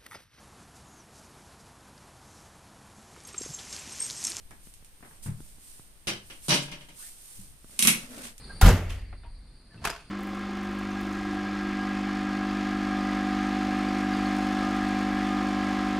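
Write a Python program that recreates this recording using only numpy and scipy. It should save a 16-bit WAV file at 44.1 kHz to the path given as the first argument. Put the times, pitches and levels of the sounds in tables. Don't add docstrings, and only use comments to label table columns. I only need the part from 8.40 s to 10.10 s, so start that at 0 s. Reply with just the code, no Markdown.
import sys
import numpy as np
from scipy import signal
from scipy.fft import rfft, irfft
from scipy.io import wavfile
from scipy.ndimage import uniform_filter1d

SR = 44100
rng = np.random.default_rng(int(sys.argv[2]) if len(sys.argv) > 2 else 0)


def generate_wav(signal):
    frames = np.transpose(np.atleast_2d(signal))
    scaled = np.clip(frames, -1, 1) * 32767
    pcm = np.round(scaled).astype(np.int16)
    wavfile.write(sys.argv[1], SR, pcm)


N = 74970


def undb(db):
    return 10 ** (np.asarray(db) / 20)


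def unit(x):
    return x / np.sqrt(np.mean(x ** 2))


def curve(table, col=1):
    points = np.array(table)
    return np.interp(np.arange(N) / SR, points[:, 0], points[:, col])


def at_hz(table, hz):
    points = np.array(table)
    return np.interp(np.log(hz), np.log(points[:, 0]), points[:, 1])


def noise(colour):
    # (frequency [Hz], left-right correlation [0-1])
    likeness = [(60, 0.99), (200, 1), (500, 0.99), (1000, 0.93), (2000, 0.74), (4000, 0.36), (8000, 0.25),
                (16000, 0.4)]
    bins_hz = np.fft.rfftfreq(N, 1 / SR) + 1
    alike = at_hz(likeness, bins_hz)
    spectra = rfft(rng.standard_normal((2, N))) * undb(at_hz(colour, bins_hz))
    mid, side = spectra * np.sqrt([1 + alike, 1 - alike])
    return unit(irfft(np.array([mid + side, mid - side]), N))


def ring(x, hz, t60):
    pole = np.exp(2j * np.pi * hz / SR - np.log(1000) / (t60 * SR))
    return signal.lfilter([1], [1, -pole], x).imag


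def band(x, hz, width_hz):
    low_hz = max(hz - width_hz / 2, 20)
    return signal.sosfilt(signal.butter(2, [low_hz, low_hz + width_hz], "band", fs=SR, output="sos"), x)


def lowpass(x, hz, order):
    return signal.sosfilt(signal.butter(order, hz, fs=SR, output="sos"), x)


def waver(rate_hz):
    step = int(SR / rate_hz)
    held = np.repeat(rng.standard_normal(N // step + 1), step)
    return unit(uniform_filter1d(held, step)[:N])


def arch(t, start, length):
    return np.sin(np.pi * np.clip((t - start) / length, 0, 1))


def night():
    # (frequency [Hz], relative level [dB])
    town_colour = [(25, -1.5), (142, -12.5), (433, -24.5), (830, -29), (1360, -30), (2000, -30.5),
                   (2700, -33.5), (3700, -37.5), (5000, -34.5), (6100, -45), (8000, -41.5), (11500, -45),
                   (13000, -55), (16500, -80)]
    # (pitch [Hz], width [Hz], level against the town [dB])
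    songs = [(4400, 890, -13), (9150.9, 1514.5, -15), (3590, 25, -25), (4620, 23, -16), (4737.3, 50, -34)]
    # (time [s], level [dB])
    bed_level = [(0, -42), (.2, -41.5), (.3, -53.5), (.9, -53.5), (1.1, -53.5), (1.3, -52), (1.66, -51),
                 (1.7, -51)]
    throb_db, drift_db = 2, 1.0
    white = noise([(20, 0.02), (20000, 0.0061)])
    insects = 0
    for hz, width_hz, db in songs:
        song = unit(band(band(white, hz, width_hz), hz, width_hz))
        insects += undb(db + throb_db * waver(57)) * song
    town = noise(town_colour) * undb(drift_db * waver(6.35))
    return undb(curve(bed_level)) * (town + insects)


def carport_reverb(x, t):
    # (frequency [Hz], t60 [s])
    decay = [(60, 0.26), (250, 0.44), (1000, 0.45), (3000, 0.54), (8000, 0.39), (16000, 0.2203)]
    wet_db = -12
    white = noise([(20, 0.0072), (20000, 0)])
    tail = 0
    for low_hz in 62.5 * 2. 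** np.arange(8):
        t60 = at_hz(decay, low_hz * 1.4)
        tail += band(white, low_hz * 1.5, width_hz=low_hz) * undb(-60 * t / t60)
    tail = undb(wet_db) * tail / np.sqrt(np.sum(tail ** 2) / 2)
    return signal.fftconvolve(x.mean(0, keepdims=True), tail, axes=1)[:, :N]


def car_sway():
    # (time [s], sub level [dB], bass level [dB])
    levels = [(0, -50, -60), (.1, -43, -49.5), (.2, -49, -50), (.33, -30.5, -29.5), (.55, -34.5, -49),
              (.7, -38, -56), (.92, -41, -80.5), (1.05, -47, -57), (1.28, -55.5, -63), (1.36, -66, -46.5),
              (1.44, -40, -48), (1.6, -62, -69), (1.7, -51, -52)]
    white = noise([(20, 0), (20000, 0)])
    sub = unit(band(white, 38.9, width_hz=31))
    bass = unit(band(white, 128, width_hz=123))
    return undb(curve(levels)) * sub + undb(curve(levels, col=2)) * bass


def scuff(t):
    # (frequency [Hz], relative level [dB])
    colour = [(530, -32), (900, -19), (1090, -7), (1180, -14), (2930, -3.5), (4020, -12.5), (10900, -19.5),
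              (14800, -29), (16500, -54)]
    start_s, attack_s, hold_s, t60 = 0.4906, 0.007, 0.029, 0.37
    level_db, grain_db = -44.5, 2
    age = t - start_s
    envelope = np.clip(age / attack_s, 0, 1) * undb(-60 * np.maximum(age - hold_s, 0) / t60)
    return undb(level_db + grain_db * waver(220)) * envelope * noise(colour)


def squeaks(t):
    # (time [s], length [s], pitch [Hz], level [dB])
    rubs = [(.092, 0.033, 1598, -41), (1.297, 0.0454, 1740, -57)]
    roughness = 0.53
    out = 0
    for start, length, hz, db in rubs:
        envelope = np.sqrt(arch(t, start, length)) * (1 + roughness * waver(150))
        out += undb(db) * envelope * np.sin(2 * np.pi * hz * t)
    return out


def linkage_scrape(t):
    # (time [s], level [dB])
    pull = [(1.3, -75), (1.345, -61.5), (1.41, -64), (1.44, -44), (1.455, -29), (1.49, -33.5),
            (1.53, -40.5), (1.58, -52), (1.66, -65.5), (1.7, -76)]
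    # (frequency [Hz], relative level [dB])
    colour = [(88, -45), (150, -6), (409, -22), (508, -48), (682, 8.5), (752, -17), (898, 4), (4160, -9.5),
              (11400, -21.5), (15600, -51.5), (16500, -83)]
    grain_db = 3.3
    return noise(colour) * undb(curve(pull) + grain_db * waver(300)) * (t > pull[0][0])


def trim_rattle(t):
    # (time [s], level below 2 kHz [dB], treble against that level [dB])
    shake = [(.2122, -46, 13), (.2138, -45, 5.5), (.224, -33, 8.5), (.238, -23.5, -1), (.27, -21.5, 0.5),
             (.292, -18.5, -4.5), (.3, -21.5, -3.5), (.335, -29.5, -3), (.45, -44.5, -4.5), (.6, -55, -13),
             (.75, -93, -12)]
    # (frequency [Hz], relative level [dB])
    colour = [(160, -20), (280, -7.5), (603, -4.5), (1010, -9.5), (2060, -10), (2320, -14), (2750, -13.5),
              (9400, -24.5), (11000, -23), (15400, -32.5), (16500, -67)]
    flutter_db = 1.1
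    chatter = noise(colour) * undb(flutter_db * waver(300))
    low = lowpass(chatter, 2000, order=2)
    treble = undb(curve(shake, col=2)) * unit(chatter - low)
    gate = (t > shake[0][0]) * (t < shake[-1][0])
    return undb(curve(shake)) * (unit(low) + treble) * gate


def clicks(t):
    # (time [s], burst level [dB], ring pitch [Hz], ring level [dB], ring width [Hz],
    # t60 [s], burst cutoff [Hz])
    hits = [(0.097, -42.5, 1557, -56, 80, 0.22, 1980), (.848, -79, 943, -46.5, 90, 0.18, 1500),
            (0.2118, -16.5, 792.7, -20.5, 152.7, 0.088, 14400), (0.2156, -28, 1026, -15, 150, 0.028, 14800),
            (0.26, -40, 11200, -28, 3000, .08, 15000), (0.301, -51, 2005, -44, 550, 1.29, 2900),
            (0.2238, -30, 1408, -13.5, 300, 0.0426, 3974), (0.287, -25, 7000, -22, 1900, 0.042, 8000),
            (.7268, -39.5, 900, -82, 500, 0.0972, 2593), (0.834, -48.5, 700, -57.5, 198, 0.24, 3200),
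            (1.342, -49, 1530, -51, 302.5, 0.081, 2500), (1.375, -54, 2650, -54.5, 400, 0.12, 4000),
            (1.45, -67, 421, -35.5, 77, 0.29, 1500), (1.419, -59, 670, -45.5, 200, 0.049, 1500),
            (1.443, -32.5, 950, -34, 300, 0.09, 8608), (1.4496, -26.5, 10800, -27.5, 2900, 0.045, 11860),
            (1.4507, -22, 896, -32, 493, 0.047, 13800), (1.454, -54, 2570, -19, 400, 0.025, 14210),
            (1.4722, -23, 1460, -24, 1511, 0.026, 12250), (1.5, -26.5, 4970, -28, 197.8, 0.046, 11600)]
    attack_s = 0.0015893
    out = 0
    for start, burst_db, hz, ring_db, width_hz, t60, cutoff_hz in hits:
        age = np.maximum(t - start, 0)
        envelope = np.minimum(age / attack_s, 1) * undb(-60 * age / t60)
        hiss = noise([(150, 0), (600, 2), (16000, -9.5)])
        burst = lowpass(hiss * envelope, cutoff_hz, order=4)
        rough = band(hiss * envelope, hz, width_hz) / np.std(band(hiss, hz, width_hz))
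        tone = np.sqrt(2) * envelope * np.sin(2 * np.pi * hz * age)
        tone_share = 0.6 if width_hz < hz / 4 else 0
        out += undb(burst_db) * burst + undb(ring_db) * (tone_share * tone + (1 - tone_share) * rough)
    return out


def cabin_boom(t):
    start_s, attack_s, hold_s, release_s = 0.2225, 0.0073, 0.043, 0.062
    level_db, start_hz, rise_hz_per_s = -8, 32, 254
    age = np.maximum(t - start_s, 0)
    release = np.clip((age - attack_s - hold_s) / release_s, 0, 1)
    envelope = np.minimum(age / attack_s, 1) * np.cos(np.pi * release / 2) ** 2
    cycles = start_hz * age + rise_hz_per_s * age ** 2 / 2
    return undb(level_db) * envelope * np.sin(2 * np.pi * cycles)


def panel_thud(t):
    # (time [s], level [dB], contact [s], weight [+ inward, - rebound])
    blows = [(0.2277, -14.5, 0.0052, 0.98), (.233, -13.5, 0.0076, -1.57), (0.25, -13.5, 0.0046, 1),
             (.264, -23, 0.0055, -0.9), (0.273, -13.5, 0.0046, 1), (.285, -11, 0.0044655, -0.83),
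             (0.331, -19.5, 0.0051, 1), (1.418, -39.5, 0.0081, -1.1)]
    # (frequency [Hz], gain [dB], t60 [s])
    modes = [(35.01, -25.5, 1.34), (43.37, -27.5, 1.4), (84.7, -20.5, .9), (88.3, -11, 0.96),
             (99.7, -1, 0.22), (130.3, -6, 0.26), (178.2, 7.5, 0.1), (248.2, 11, 0.12),
             (348.84, -21, 0.2326), (406, -27, 0.258), (470, -34.5, .2), (546.3, -24, 0.21),
             (784.1, -10, 0.17)]
    force = 0
    for start, db, contact_s, weight in blows:
        pulse = arch(t, start, contact_s) * np.pi / (2 * contact_s * SR)
        force += weight * undb(db) * pulse
    return sum(undb(db) * ring(force, hz, t60) for hz, db, t60 in modes)


def scene():
    t = np.arange(N) / SR
    crisp = trim_rattle(t) + linkage_scrape(t) + clicks(t) + squeaks(t) + scuff(t)
    return crisp + carport_reverb(crisp, t) + cabin_boom(t) + panel_thud(t) + car_sway() + night()


def record(dry):
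    bass_cut_hz, top_hz, drive = 13.364, 16700, 0.71
    trimmed = signal.sosfilt(signal.butter(2, bass_cut_hz, "high", fs=SR, output="sos"), dry)
    rounded = np.tanh(drive * trimmed) / 0.87
    return signal.sosfilt(signal.ellip(12, .2, 90, top_hz, fs=SR, output="sos"), rounded)


dry = scene()
out = record(dry)
generate_wav(out)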